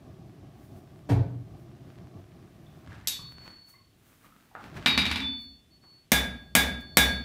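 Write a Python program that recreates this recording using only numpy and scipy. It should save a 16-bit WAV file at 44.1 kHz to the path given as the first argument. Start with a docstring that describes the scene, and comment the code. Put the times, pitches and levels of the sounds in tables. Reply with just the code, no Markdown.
"""A stone-walled smithy. The forge blast roars as filtered, fluttering noise, and a heavy thump booms in
detuned low modes. The blast dies away and the glowing bar is laid on the anvil: short cracks that set modes
ringing. A low rumble of the shop swells briefly just before the hammer drops on the bare face, bounces, rattles
and settles. Three blows fall on hot iron while the blast returns. Throughout, boots, cloth and tools scuff
(grainy noise) and knock (damped notes) over the fire's grit and hiss, and the hall answers with dense echoes."""
import sys
import numpy as np
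from scipy import signal
from scipy.fft import rfft, irfft, next_fast_len
from scipy.io import wavfile

SR = 44100
rng = np.random.default_rng(int(sys.argv[2]) if len(sys.argv) > 2 else 0)


def int16_out(signal):
    """Quantize to a 16-bit WAV file."""
    q = np.round(np.clip(np.atleast_2d(signal).T, -1, 1) * 32767)
    wavfile.write(sys.argv[1], SR, q.astype(np.int16))


N = 319284

# hammer blows on hot iron: (time [s], level [dB])
BLOWS = [(6.1185, -3), (6.5515, -1.5), (6.9705, -0.5)]
# the dropped hammer bouncing on the bare face: (time [s], level [dB])
BOUNCES = [(4.86, -3.5), (4.976, -6), (5.054, -16), (5.113, -14), (5.158, -16)]
# the hammer coming to rest: (time [s], level [dB])
SETTLING = [(5.203, -25)]
# the bar touching down on the anvil: (time [s], level [dB])
LAYING = [(3.0721, -11.5), (3.0815, -17)]


def amp(db):
    """dB to gain."""
    return 10 ** (np.asarray(db) / 20)


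def rms_one(x):
    """Scale to rms 1."""
    return x / np.sqrt(np.mean(x ** 2) + 1e-20)


def at_hz(points, hz):
    """Read a table of values by frequency on a log-frequency axis."""
    table_hz, values = np.transpose(points)
    return np.interp(np.log(np.maximum(hz, 1)), np.log(table_hz), values)


def coloured(x, spectrum):
    """Give noise the spectrum, at rms 1."""
    size = next_fast_len(N)
    gain = amp(at_hz(spectrum, np.fft.rfftfreq(size, 1 / SR)))
    return rms_one(irfft(rfft(x, size) * gain, size)[:N])


def drift(rate):
    """Random wander: straight lines between values of spread 1, at this many values per second."""
    steps = rng.standard_normal(600)
    return np.interp(np.arange(N) / SR * rate, np.arange(len(steps)), steps)


def clicks_of(events):
    """One single-sample click for each row (time [s], level [dB])."""
    clicks = np.zeros(N)
    for s, db in events:
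        clicks[round(s * SR)] = amp(db)
    return clicks


def ring(clicks, hz, t60):
    """A two-pole resonator: a unit click sets a decaying sine of height 1 ringing."""
    radius, angle = amp(-60 / (t60 * SR)), 2 * np.pi * hz / SR
    poles = [1, -2 * radius * np.cos(angle), radius * radius]
    return signal.lfilter([0, np.sin(angle)], poles, clicks + 1e-18)


def swelling_ring(clicks, hz, t60, swell_s):
    """A mode fed through the body: taking away a faster-dying ring makes it grow before it dies."""
    faster_t60 = 1 / (1 / t60 + 1 / (np.log(1000) * swell_s))
    return ring(clicks, hz, t60) - ring(clicks, hz, faster_t60)


def crack(events, spectrum, length_s, db, rise_s=0.00046):
    """Contacts through a causal minimum-phase filter: as noisy chatter, and as plain pulses of that energy."""
    size = 8192
    # folding the cepstrum puts the energy of the spectrum as early as possible
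    cepstrum = irfft(np.log(amp(at_hz(spectrum, np.fft.rfftfreq(size, 1 / SR)))), size)
    cepstrum[1:size // 2] *= 2
    pulse = irfft(np.exp(rfft(cepstrum[:size // 2 + 1], size)), size)
    pulse = pulse / np.linalg.norm(pulse)
    age = np.arange(size // 4) / SR
    shape = (1 - np.exp(-age / rise_s)) * np.exp(-age / length_s)
    clicks = clicks_of(events)
    chatter = signal.fftconvolve(clicks, shape)[:N] * rng.standard_normal(N)
    both = np.array([chatter, np.linalg.norm(shape) * clicks])
    return amp(db) * signal.fftconvolve(both, pulse[None])[:, :N]


def rattle(count):
    """The loose hammer chatters: touches of uneven level at random moments between its last bounces."""
    from_s, to_s = 4.99, 5.22
    softest_db, range_db = -33, 16.2
    draws = rng.random((count, 2))
    return [(from_s + a * (to_s - from_s), softest_db + range_db * b) for a, b in draws]


def anvil_cracks():
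    """The crack of each contact on the anvil, as a (chatter, plain pulse) pair of signals."""
    # colour of hot iron, bare face and bar: (frequency [Hz], relative level [dB])
    blow_colour = [(29, -40.5), (80, -18), (234, -2), (329, -16.5), (740, -10.5), (1020, -18), (1540, -12),
                   (1660, -4), (1820, -13), (2320, -6), (2620, -18), (3410, -12), (4350, -18), (11700, -18),
                   (16000, -19.5)]
    bounce_colour = [(29, -55), (50, -11), (75, 1), (114, -12.5), (234, -4.5), (495, -19), (1910, -8),
                     (2320, -4), (3180, -9), (3850, -6.5), (6550, -25.5), (13500, -34.5), (16000, -49)]
    laying_colour = [(240, -14), (400, -20), (1310, -22), (1460, -16.5), (3690, -4.5), (4180, -3.5),
                     (6640, -4), (9760, -9), (12500, -3.5), (16000, -25.5)]
    blows = crack(BLOWS, blow_colour, 0.002, db=0)
    laying = crack(LAYING, laying_colour, 0.0035, db=-6.5)
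    bounces = crack(BOUNCES + SETTLING + rattle(count=8), bounce_colour, 0.0028, db=-4.5)
    return blows + laying + bounces


def anvil_rings():
    """Contacts drive shared modes at their own strengths; neighbours start opposed and each ring wavers."""
    # modes of the room (the lowest pair), stump, hammer and anvil: (frequency [Hz])
    modes_hz = [63, 72, 200, 232, 265, 888, 1634, 1646, 2252, 2345, 3505, 3783, 4839, 5280, 5670, 7757,
                9860, 10520, 11436, 13470, 14850]
    # response of each mode: (t60 [s], swell [s], hot-iron blow [dB], bare-face bounce [dB],
    # hammer settling [dB], bar laid down [dB])
    modes = [(0.6, 0.011, -27, -39, -25, -60), (0.64, 0.0067, -28.5, -39.5, -34, -58),
             (0.48, 0.0035, -30, -34, -44, -50), (0.12, 0.0059, -33.5, -14.5, -17.5, -39),
             (0.24, 0.031, -42.5, -22, -3, -51), (0.093, .005, -50, -27.5, -10.5, -59),
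             (0.58, .003, -28.5, -47, -36, -62), (0.55, 0.0033, -25, -50, -39, -63),
             (0.25, 0.0056, -22.5, -53, -14, -53), (0.083, .002, -49, -16.5, -31, -35),
             (0.52, .015, -20.5, -32.5, 0.5, -27.5), (0.28, 0.016, -24.5, -16.5, -36, -20.5),
             (0.21, 0.0062, -30, -25, -37, -40), (0.11, .005, -40, -31.5, -44, -34),
             (0.15, 0.0023, -25, -34, -48, -31), (.12, .005, -45, -43.5, -48, -24),
             (0.43, .02, -47, -62, -40, -58), (0.18, 0.011, -53.5, -40, -49, -34),
             (0.12, .005, -31, -38, -41, -40), (.1, .005, -33.5, -40.5, -43, -48),
             (.75, .03, -55.5, -65.5, -57, -54.5)]
    waver_db, waver_rate = 2.65, 13
    blows, settling, laying = clicks_of(BLOWS), clicks_of(SETTLING), clicks_of(LAYING[:1])
    rings = 0
    for k, (hz, (t60, swell_s, *levels_db)) in enumerate(zip(modes_hz, modes)):
        # each bounce lands on a whole cycle, so it feeds the ring in step
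        bounces = clicks_of([(round(s * hz) / hz, db) for s, db in BOUNCES])
        pushes = amp(levels_db) @ np.array([blows, bounces, settling, laying])
        waver = amp(waver_db * drift(waver_rate))
        rings = rings + (-1) ** k * waver * swelling_ring(pushes, hz, t60, swell_s)
    return rings


def long_ring():
    """A near-pure tone, probably the hammer head turning in the hand: half-sine lobes on a dying ring."""
    # lobes: (start [s], length [s], level before shaping [dB], flutter depth at the lobe's end [0-1])
    lobes = [(3.084, .13, -42.5, .05), (3.187, .15, -45, 0.1), (3.268, 0.68, -44.5, 0.83),
             (4.89, .16, -35.5, 0.2), (5.033, 0.11, -41, .1), (5.216, 0.41, -41.5, 0.14),
             (5.7, 0.097, -60, .05), (5.803, 0.27, -53.5, 0.1), (6.23, 0.48, -60.5, .05),
             (6.63, 0.17, -54, .05), (6.767, 0.42, -48, 0.1), (7, 0.31, -39, 0.2)]
    tone_hz, t60_s, flutter_hz = 4427, 1.83, 35.4
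    t, level = np.arange(N) / SR, np.zeros(N)
    for s, length_s, db, depth in lobes:
        age = np.clip(t - s, 0, length_s)
        lobe = np.sin(np.pi * age / length_s) * amp(db - 60 * age / t60_s)
        growing_depth = np.clip(depth * age / length_s, 0, 1)
        level += lobe * (1 + growing_depth * np.sin(2 * np.pi * flutter_hz * t))
    return np.sqrt(2) * level * np.sin(2 * np.pi * tone_hz * t)


def thump():
    """A dull blow on a hollow body; neighbouring modes start opposed, so the boom swells and throbs."""
    # the blow: (time [s], level [dB])
    blow = [(1.094, -18.5)]
    # modes of the hollow body: (frequency [Hz])
    modes_hz = [58, 95, 106, 121, 230, 275, 700]
    # response of each mode: (t60 [s], swell [s], level [dB])
    modes = [(0.99, 0.024, -12), (1, 0.086, 1.5), (0.59, 0.0057, -5), (0.92, 0.019, 3.5),
             (0.25, 0.0066, -27), (.25, 0.0046, -28), (0.09, 0.0038, -31)]
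    muffled_at_s, muffled_db = 1.235, -28  # the body is damped soon after the blow
    clicks, boom = clicks_of(blow), 0
    for k, (hz, (t60, swell_s, db)) in enumerate(zip(modes_hz, modes)):
        boom = boom + (-1) ** k * amp(db) * swelling_ring(clicks, hz, t60, swell_s)
    damping_s = [muffled_at_s - 0.01, muffled_at_s + 0.008]
    return boom * amp(np.interp(np.arange(N) / SR, damping_s, [0, muffled_db]))


def slap():
    """The skin of the hollow body is met just before it booms: a soft-edged burst of chatter."""
    # the contact: (time [s], level [dB])
    contact = [(1.089, -13)]
    # colour of the skin: (frequency [Hz], relative level [dB])
    skin_colour = [(88, -11), (150, -4), (275, -3), (341, -7.5), (376, -5.5), (534, -17), (662, -11.5),
                   (1120, -23.5), (1630, -29), (16000, -54.5)]
    chatter, _ = crack(contact, skin_colour, 0.028, db=-6.5, rise_s=0.0071)
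    return chatter


def knocks():
    """Tools and boots: each knock is one short damped note with a soft contact."""
    # knocks: (time [s], level [dB], pitch [Hz], t60 [s], held to 2 ms or more)
    notes = [(1.195, -34, 4000, 0.0023), (2.659, -44, 125, 0.068), (3.268, -49, 74, 0.14),
             (3.811, -48.5, 102, 0.043), (2.666, -51, 3520, 0.018), (2.871, -49, 1080, 0.023),
             (2.885, -35, 85.6, 0.09), (3.192, -37, 139, 0.048), (2.92, -33, 1590, 0.0083),
             (3.049, -45, 2000, .01), (3.192, -39, 1120, 0.014), (3.216, -35, 126, 0.038),
             (3.739, -53.5, 2080, 0.044), (3.739, -55, 1086, 0.05), (4.245, -43.5, 1220, 0.012),
             (4.323, -49, 1306, 0.034), (4.514, -50, 820, 0.024), (4.552, -21, 1302, 0.0066),
             (4.552, -25, 860, 0.0064), (4.551, -53, 1750, 0.0034), (4.77, -45.5, 850, 0.012),
             (5.839, -39, 1100, 0.0038)]
    soft_s = 0.00039
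    return sum(swelling_ring(clicks_of([(s, db)]), hz, max(t60, 0.002), soft_s)
               for s, db, hz, t60 in notes)


def early_echoes(x):
    """Single delayed copies from floor and wall."""
    # nearest surfaces: (delay [s], level [dB])
    surfaces = [(.0035, -21.5), (0.0123, -9)]
    return sum(amp(db) * np.roll(x, round(s * SR)) for s, db in surfaces)


def hall(x):
    """Dense reflections: half-octave noise bands that build up quickly and die at their own rates."""
    # decay time of the hall: (frequency [Hz], t60 [s])
    hall_t60 = [(60, 1), (160, 0.81), (420, 0.62), (1100, 0.5), (2900, 0.42), (7700, 0.29), (15000, 0.24)]
    hall_db, build_up_s = -28.5, 0.00067
    age = np.arange(SR) / SR
    edges = 40 * 2 ** np.arange(0, 9.1, 0.5)
    white, echo = rng.standard_normal((2, SR)), 0
    for k, (low, high) in enumerate(zip(edges, edges[1:])):
        band_filter = signal.butter(2, [low, high], "band", fs=SR, output="sos")
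        band = signal.sosfilt(band_filter, white[k % 2])  # neighbouring bands use separate noises
        echo = echo + band * amp(-60 * age / at_hz(hall_t60, np.sqrt(low * high)))
    echo = echo * (1 - np.exp(-age / build_up_s))
    return amp(hall_db) * signal.fftconvolve(x, echo)[:N]


def forge_blast(blast_db):
    """Air blast of the forge and low rumble of the shop: coloured noise with a random flutter."""
    # colour: (frequency [Hz], relative level [dB])
    blast_colour = [(15, -53.5), (25, -19), (79, -4), (130, 1), (231, -9.5), (366, -8), (460, -21),
                    (540, -23), (634, -14.5), (798, -20), (936, -32), (1150, -23.5), (1350, -37.5),
                    (2690, -46.5), (6000, -43.5), (7800, -74), (13200, -120)]
    flutter_db, flutter_rate = 2.5, 18
    level = amp(blast_db + flutter_db * drift(flutter_rate))
    return level * coloured(rng.standard_normal(N), blast_colour)


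def gritty_noise():
    """Noise grains of uneven size, with sparse single grains that crack on top."""
    grains_per_s, grain_share = 150, 0.61
    grit = rng.standard_normal(N) * amp(3.2 * np.minimum(rng.exponential(1, N), 5))
    single = grit * (rng.random(N) < grains_per_s / SR)
    return rms_one(grit) + grain_share * rms_one(single)


def fire_and_scuffs(blast_db):
    """Grit and hiss: the fire follows the blast, and boots, cloth and tools add swells by power."""
    # scuffs: (peak time [s], rise [s], fall [s], grit level [dB], hiss level [dB])
    scuffs = [(0.27, .03, .1, -91, -77), (0.64, 0.11, .2, -66, -66), (0.78, 0.084, .07, -65, -66),
              (1.604, .06, .08, -67, -70), (1.92, 0.23, .08, -60.5, -74), (2.19, 0.062, 0.55, -65, -78),
              (2.8, 0.75, .15, -63.5, -72), (2.925, 0.11, 0.28, -50.5, -75),
              (3.328, 0.094, 0.034, -63, -64), (3.466, 0.12, 0.15, -49.5, -66),
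              (3.696, 0.036, 0.068, -62, -56.5), (4.09, 0.16, 0.55, -62.5, -64),
              (4.252, 0.047, 0.061, -55.5, -62.5), (4.42, .3, 0.54, -64, -70.5),
              (4.656, .1, 0.086, -47, -67.5), (4.773, 0.03, 0.028, -38, -60), (4.83, 0.11, 0.15, -45, -76),
              (5.42, 0.064, .06, -66, -65), (5.838, 0.0084, .035, -61.5, -78),
              (5.939, .04, 0.12, -68.5, -83), (6.81, 0.011, 0.024, -70, -57)]
    # colours of the grit and of the hiss: (frequency [Hz], relative level [dB])
    scuff_colour = [(120, -9.5), (250, -5), (440, -18), (1600, -15.5), (4200, -27.5), (9000, -41),
                    (16000, -63.5)]
    hiss_colour = [(3000, -20), (6000, -4), (12000, -2.5), (16000, 1)]
    fire_grit_db, fire_hiss_db = -19, -35  # relative to the blast
    slope_db = 15  # drop from the peak at one rise before it or one fall after it
    t = np.arange(N) / SR
    grit_level = amp(blast_db + fire_grit_db + 2.0 * drift(9))
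    hiss_level = amp(blast_db + fire_hiss_db + 4.0 * drift(9))
    for s, rise_s, fall_s, grit_db, hiss_db in scuffs:
        shape = amp(-slope_db * np.maximum((s - t) / rise_s, (t - s) / fall_s))
        grit_level = np.hypot(grit_level, amp(grit_db) * shape)
        hiss_level = np.hypot(hiss_level, amp(hiss_db) * shape)
    grit = grit_level * coloured(gritty_noise(), scuff_colour)
    hiss = hiss_level * coloured(rng.standard_normal(N), hiss_colour)
    return grit + hiss


def still_air():
    """The still shop: steady, quiet coloured noise."""
    # colour: (frequency [Hz], relative level [dB])
    air_colour = [(40, -0.5), (120, -2), (300, -7.5), (870, -20.5), (3200, -17.5), (6000, -24),
                  (16000, -29.5)]
    return amp(-66) * coloured(rng.standard_normal(N), air_colour)


def background():
    """The forge blast, its fire with the scuffs, and the still air."""
    # level of the blast and low rumble: (time [s], level [dB])
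    blast_levels = [(0, -49.5), (1.0, -49.5), (2.6, -50), (3.0, -55), (3.45, -67), (4.55, -72), (4.68, -51),
                    (4.8, -40), (4.9, -52), (5.4, -68), (5.75, -68.5), (7.24, -49.5)]
    blast_db = np.interp(np.arange(N) / SR, *np.transpose(blast_levels))
    return forge_blast(blast_db) + fire_and_scuffs(blast_db) + still_air()


def scene():
    """Contacts, rings and boom, their hall echo and the background."""
    ring_send_db, boom_send_db = -4, -12.5
    near, spread = anvil_cracks()  # the walls hear the average of the chatter over all directions
    rings, boom = anvil_rings(), thump()
    other = knocks() + slap()
    echo = hall(spread + other + amp(ring_send_db) * rings + amp(boom_send_db) * boom)
    direct = near + early_echoes(near) + other + rings + long_ring() + boom
    return (direct + echo + background())[None]


def record(dry):
    """The small microphone loses the deep bass, peaks are rounded, the top is cut."""
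    cutoff_hz = 16500
    thin = signal.sosfilt(signal.butter(2, 40, "high", fs=SR, output="sos"), dry)
    rounded = 1.2 * np.tanh(thin / 1.2)
    return signal.sosfilt(signal.cheby2(16, 80, cutoff_hz, fs=SR, output="sos"), rounded)


dry = scene()
out = record(dry)
int16_out(out)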